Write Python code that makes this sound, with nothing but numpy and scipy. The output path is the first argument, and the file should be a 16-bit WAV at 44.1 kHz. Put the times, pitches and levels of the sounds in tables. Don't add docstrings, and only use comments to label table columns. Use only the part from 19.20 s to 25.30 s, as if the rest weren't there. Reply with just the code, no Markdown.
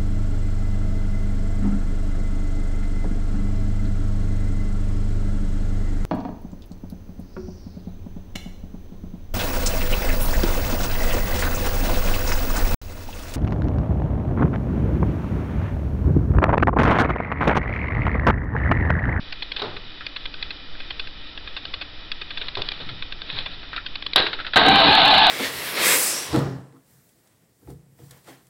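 import sys
import numpy as np
from scipy import signal
from scipy.fft import rfft, irfft, next_fast_len
from scipy.io import wavfile
from scipy.ndimage import uniform_filter1d

SR = 44100
rng = np.random.default_rng(int(sys.argv[2]) if len(sys.argv) > 2 else 0)


def output_pcm(signal):
    pcm = np.clip(np.atleast_2d(signal).T, -1, 1) * 32767
    wavfile.write(sys.argv[1], SR, np.round(pcm).astype(np.int16))


N = 269010
T = np.arange(N) / SR
CONTACT_S = .005

# pitch in Hz, width in Hz, dB.
SMALL_PART_MODES = [
    [(450, 140, -11), (750, 230, -9.5), (1155, 140, -8), (1579, 97, 2), (2110, 180, -5.5)],
    [(2474, 136, 9.5), (3005, 150, 6.5)],
    [(3312, 134, 9), (3650, 140, 11), (4060, 195, 8), (4430, 810, 4.5)],
]
# frequency in Hz, level in dB.
WASH_SPECTRUM = [(250, -30.5), (450, -7), (750, -8), (1200, -8.5), (1700, -4.5), (2300, -7), (3100, -3),
                 (3900, 2), (4500, -6.5), (6000, -17.5)]
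# frequency in Hz, level in dB.
THUD_SPECTRUM = [(60, -23.5), (140, -12.5), (250, -14), (380, -3.5), (550, -11), (950, -12.5),
                 (1300, -14.5), (2200, -24)]


def gears(start_s=5.357, bite_s=.02, rasp_rise_s=.12, whine_rise_s=.13):
    # pitch in Hz, width in Hz, level in dB.
    wall_modes = [(72, 50, -10), (160, 35, -7), (206, 22, 1), (250, 40, -4), (283, 26, 1), (316, 20, 1),
                  (400, 70, -6), (540, 90, -6)]
    case_modes = [(604, 21, -12), (667, 26, -2.5), (781, 24, 0), (825, 50, -9.5), (877, 20, -1.5),
                  (935, 60, -7)]
    shaft_modes = [(1060, 71, -2.5), (1152, 49, -3.5), (1221, 40, -1.5), (1319, 17, -1), (1370, 12, -4.5),
                   (1525, 46, -0.5), (1672, 130, -5), (2020, 285, -8)]
    wheel_modes = [(2508, 76, -5.5), (2680, 133, -5), (2905, 39, 2.5), (2907, 41, 4), (3030, 340, -3),
                   (3560, 20, -2), (3365, 77, -9), (3732, 111, 1.5), (3993, 166, 1.5), (4110, 200, 1.5),
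                   (4264, 303, -3)]
    # time in seconds, level in dB.
    rumble_levels = [(5.37, -21.5), (5.392, -27.5), (5.492, -17), (5.624, -27), (5.688, -17.5), (5.75, -29),
                     (5.868, -26.5), (6.09, -31.5)]
    age, running = np.maximum(T - start_s, 0), T > start_s
    teeth_passed = np.cumsum(mesh_rate(age) * np.exp(.04 * walk(900))) / SR
    tooth = teeth_passed.astype(int)
    force = undb(4 * rng.standard_normal(N))[tooth]
    blows = unit(np.diff(tooth, prepend=0) * force)
    sliding = .54 + np.exp(-(teeth_passed % 1) / .59)
    rasp = unit(slips(rate=6000, scatter_db=4) * force * sliding)
    drive = workshop(undb(-6) * blows + rasp, t60=.49, wet_db=-1)
    howl = ring(np.sin(2 * np.pi * teeth_passed) * running, case_modes)
    octave = undb(-15) * np.sin(4 * np.pi * teeth_passed) * running
    whine = (howl / np.std(howl[running]) + octave) * undb(-21.5 + 2.5 * walk(250))
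    engaged = np.clip(age / whine_rise_s, 0, 1) ** 2
    out = workshop(whine * engaged, t60=.5, wet_db=-6)
    bite_db = 4.5 * np.exp(-(age / bite_s) ** 2)
    layers = ((case_modes, -19.5 + bite_db),
              (wall_modes, np.interp(T, *np.transpose(rumble_levels)) - .5),
              (shaft_modes, -18.5 - 3 * age + bite_db),
              (wheel_modes, -14.5 - 7 * np.exp(-age / rasp_rise_s)))
    for modes, db in layers:
        sound = ring(drive, modes)
        running_rms = np.sqrt(uniform_filter1d(sound ** 2, SR // 16) + 1e-12)
        out += undb(db) * sound / running_rms
    return out * np.clip(age / CONTACT_S, 0, 1)


def mesh_rate(age, base_hz=780.7, creep_hz_per_s=165, spin_up_s=.04, sag=.225, drag_s=.036, recover_s=.028):
    strokes = [5.63, 5.817, 5.952, 6.078]
    drag = sum(np.exp(-((T - s) / np.where(T < s, drag_s, recover_s)) ** 2) for s in strokes)
    spin_up = 1 - .7 * np.exp(-age / spin_up_s)
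    return (base_hz + creep_hz_per_s * age) * spin_up * (1 - sag * drag)


def knocks(thud_stretch=1.46):
    # start in seconds, levels of crack, iron, wash and thud in dB, ring time (t60) in seconds.
    blows = [(.4183, -16, -42, -33, -24.5, .33), (3.371, -18, -39, -32, -27, .2),
             (3.601, -36, -50, -41, -41, .4), (4.9585, 1, -15.5, -13.5, -22, .4),
             (5.3585, -10, -20, -19, -26, .3), (5.369, -11, -14, -18, -26, .15)]
    # frequency in Hz, level in dB.
    crack_spectrum = [(200, -20.5), (400, -13), (800, -0.5), (1700, -14), (2400, -18), (3800, 2),
                      (4400, -9), (6000, -4)]
    # pitch in Hz, width in Hz, level in dB.
    iron_modes = [(452, 8.5, -0.5), (537, 19, -6.5), (759, 27, -2.5), (980, 150, -10.5), (1592, 45, 4.5),
                  (1900, 55, -8.5), (2600, 120, -17.5), (3985, 200, -1), (3830, 45, 5)]
    crack = iron = wash = thud = 0
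    for s, crack_db, iron_db, wash_db, thud_db, t60 in blows:
        crack += undb(crack_db) * np.where(T < s + CONTACT_S, T > s, fade(s + CONTACT_S, t60=.0046))
        iron += undb(iron_db) * fade(s, t60)
        wash += undb(wash_db) * fade(s, t60)
        thud += undb(thud_db) * fade(s, t60 * thud_stretch)
    return (crack * noise(crack_spectrum) + iron * unit(ring(rng.standard_normal(N), iron_modes))
            + wash * noise(WASH_SPECTRUM) + thud * noise(THUD_SPECTRUM))


def ticks(usual_db=-26, snap_db=-11):
    # start in seconds, level in dB, length of the contact in seconds.
    contacts = [(0.122, -28.5, 0.0096), (.221, -24.5, .008), (0.316, -23.5, 0.0062), (.362, -25, 0.01),
                (0.564, -34.5, 0.0082), (.864, -23, 0.0052), (0.96, -28, 0.01), (1.054, -26, 0.0065),
                (1.1392, -29, 0.004), (1.2248, -21.5, 0.0048), (1.3039, -28.5, 0.009),
                (1.6005, -33, 0.0071), (1.703, -27.5, 0.0095), (1.794, -24, 0.0083), (1.871, -35, 0.0056),
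                (2.175, -30, 0.0046), (2.273, -31, 0.0063), (2.363, -29.5, 0.014), (2.4513, -25, .004),
                (2.5361, -25, 0.0091), (2.6096, -29.5, 0.015), (2.916, -19.5, 0.0049),
                (3.013, -28.5, 0.0093), (3.103, -32, 0.011), (3.171, -26.5, 0.011), (3.2122, -26.5, 0.0097),
                (3.2817, -25.5, 0.006), (3.3515, -22.5, 0.0034), (3.418, -17.5, 0.0031),
                (3.4866, -15.5, 0.0023), (3.517, -22, 0.0032), (3.8214, -28, 0.0073),
                (3.921, -28.5, 0.0073), (4.0162, -24.5, 0.0041), (4.098, -26.5, 0.0068),
                (4.1857, -20, .0025), (4.257, -28.5, 0.013), (4.5617, -25, 0.0056), (4.66, -26, 0.0097),
                (4.7538, -24.5, 0.006), (4.8228, -25.5, 0.0043), (4.863, -18, 0.0034),
                (4.9327, -16, 0.0023)]
    out, grit = np.zeros(N), slips(rate=5000, scatter_db=1)
    snap = signal.sosfilt(signal.butter(1, (800, 6000), "bandpass", fs=SR, output="sos"), grit)
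    for s, db, length in contacts:
        span = slice(int(s * SR) - SR // 200, int(s * SR) + SR // 36)
        progress = (T[span] - s) / length
        held = np.clip(progress, 0, 4)
        skirt = .032 * np.exp(-abs(progress) / .92)
        press = (1 - np.exp(-held / .113)) * np.exp(-held * held) + skirt
        parts = [ring(grit[span] * press, struck_elsewhere(modes)) for modes in SMALL_PART_MODES]
        parts.append(snap[span] * press)
        harder_db = db - usual_db
        shares_db = (-8.5 - .7 * harder_db, -5 - .37 * harder_db, 0, snap_db)
        for sound, share_db in zip(parts, shares_db):
            out[span] += undb(db + share_db) * sound / np.linalg.norm(sound) * np.sqrt(.9 * length * SR)
    return workshop(out, t60=.3, wet_db=-27)


def struck_elsewhere(modes, detune=.025, scatter_db=2.5):
    chance = rng.standard_normal((len(modes), 2))
    return [(hz * np.exp(detune * a), width, db + scatter_db * b)
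            for (hz, width, db), (a, b) in zip(modes, chance)]


def chinks(chink_t60=.077, rebound_t60=.015):
    # start in seconds, level in dB, treble relative to that level in dB.
    hits = [(.808, -30, -11), (1.552, -40, -15), (3.69, -32, 4.5), (4.43, -36.5, 2.5), (4.531, -23, -9.5),
            (4.568, -36.5, 8.5), (4.577, -26.5, -30), (5.065, -31.5, 14.5), (5.131, -30.5, 10),
            (5.188, -29.5, -3), (5.200, -29.5, 0), (5.247, -28.5, -7.5), (5.266, -28, 3.5),
            (5.334, -25.5, 7.5)]
    # pitch in Hz, width in Hz, level in dB.
    chink_modes = [(1320, 88, 2), (1480, 270, -1), (1735, 230, -0.5), (2100, 360, -8.5), (2570, 240, -9)]
    # start in seconds, level in dB.
    rebounds = [(4.98, -6), (5.001, -8)]
    body = sum(undb(db) * fade(s, chink_t60) for s, db, _ in hits)
    edge = sum(undb(db + treble_db) * fade(s, chink_t60) for s, db, treble_db in hits)
    bounce = sum(undb(db) * fade(s, rebound_t60) for s, db in rebounds)
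    chatter = unit(ring(slips(rate=2500, scatter_db=0), chink_modes))
    return body * chatter + (edge + bounce) * noise(WASH_SPECTRUM)


def scrapes(rub_db=-5, hiss_db=1.5, low_db=-13, release_share=.86):
    # firmest moment in seconds, level in dB, swell time in seconds.
    strokes = [(.398, -29.5, 0.015), (3.23, -38.5, .05), (3.52, -39.5, 0.11), (3.615, -41, 0.016),
               (4.1, -41.5, 0.033), (4.185, -31, 0.053), (4.335, -40, 0.029)]
    _, middle_modes, high_modes = SMALL_PART_MODES
    rub = undb(rub_db) * unit(ring(slips(rate=850, scatter_db=6), middle_modes + high_modes))
    pressure = sum(undb(db) * swell(s, rise, rise * release_share) for s, db, rise in strokes)
    return pressure * (rub + undb(hiss_db) * noise(WASH_SPECTRUM) + undb(low_db) * noise(THUD_SPECTRUM))


def bumps():
    # start in seconds, level in dB, decay time (t60) in seconds.
    thumps = [(.45, -41.5, 1), (3.374, -38.5, 0.35), (3.619, -36.5, 0.43), (3.716, -39, 0.37),
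              (4.13, -39, 0.9)]
    # frequency in Hz, level in dB.
    thump_spectrum = [(40, -16.5), (100, -1), (160, -3), (260, -15), (600, -37)]
    return sum(undb(db) * fade(s, t60) for s, db, t60 in thumps) * noise(thump_spectrum)


def background(rumble_db=-34.5, hiss_db=-42):
    # frequency in Hz, level in dB.
    floor_spectrum = [(8, 16), (28, 2), (60, -7), (160, -14), (300, -18), (450, -19), (900, -21.5),
                      (2000, -24.5), (3700, -47), (4600, -18), (5400, -13.5), (7000, -33)]
    # pitch in Hz, width in Hz, level in dB.
    hiss_modes = [(294, 25, -3), (1308, 96, -9), (1887, 206, -8.5), (2455, 140, -5), (3033, 140, -3.5),
                  (3405, 190, -2.5), (3810, 414, -4.5)]
    hiss = unit(ring(rng.standard_normal(N), hiss_modes))
    rumble = noise(floor_spectrum) * undb(rumble_db + .5 * walk(6.6))
    return rumble + hiss * undb(hiss_db + .87 * walk(18))


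def workshop(x, t60, wet_db):
    age = T[:SR // 2]
    tail = rng.standard_normal(len(age)) * np.exp(-np.log(1000) * age / t60) * (age > .004)
    return x + undb(wet_db) * signal.fftconvolve(x, tail / np.linalg.norm(tail))[:N]


def slips(rate, scatter_db):
    clicks = (rng.random(N) < rate / SR) * np.sign(rng.standard_normal(N))
    return unit(clicks * undb(scatter_db * rng.standard_normal(N)))


def ring(x, modes):
    return sum((-1) ** k * undb(db) * signal.lfilter(*signal.iirpeak(hz, hz / width, fs=SR), x)
               for k, (hz, width, db) in enumerate(modes))


def noise(points):
    hz, db = np.transpose(points)
    size = next_fast_len(N)
    bins_hz = np.maximum(np.fft.rfftfreq(size, 1 / SR), 1)
    gain = undb(np.interp(np.log(bins_hz), np.log(hz), db))
    return unit(irfft(rfft(rng.standard_normal(size)) * gain, size)[:N])


def fade(s, t60):
    out = np.zeros(N)
    age = T[:min(N - int(s * SR), SR)]
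    out[int(s * SR):][:len(age)] = np.exp(-np.log(1000) * age / t60)
    return out


def swell(s, rise, fall):
    return np.exp(-np.where(T < s, (s - T) / rise, (T - s) / fall))


def walk(rate):
    hold = int(SR / rate)
    steps = np.repeat(rng.standard_normal(N // hold + 1), hold)
    return unit(uniform_filter1d(uniform_filter1d(steps, hold), hold)[:N])


def undb(db):
    return np.exp(np.asarray(db) * np.log(10) / 20)


def unit(x):
    return x / np.sqrt(np.mean(x ** 2) + 1e-18)


def scene():
    return (ticks() + knocks() + bumps() + chinks() + scrapes() + gears() + background())[None]


def record(dry, mic_hz=4585, limit=.41, limiter_s=.022, ceiling=.73, top_hz=15900):
    dull = signal.sosfilt(signal.butter(9, mic_hz, fs=SR, output="sos"), dry)
    dull = signal.sosfilt(signal.ellip(8, .5, 70, 5800, fs=SR, output="sos"), dull)
    step = 1 / (limiter_s * SR)
    running_rms = np.sqrt(signal.lfilter([step], [1, step - 1], dull ** 2))
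    held = dull / (1 + (running_rms / limit) ** 4) ** (1 / 4)
    clipped = np.clip(held, -ceiling, ceiling)
    return signal.sosfilt(signal.ellip(8, .2, 70, top_hz, fs=SR, output="sos"), clipped)


dry = scene()
out = record(dry)
output_pcm(out)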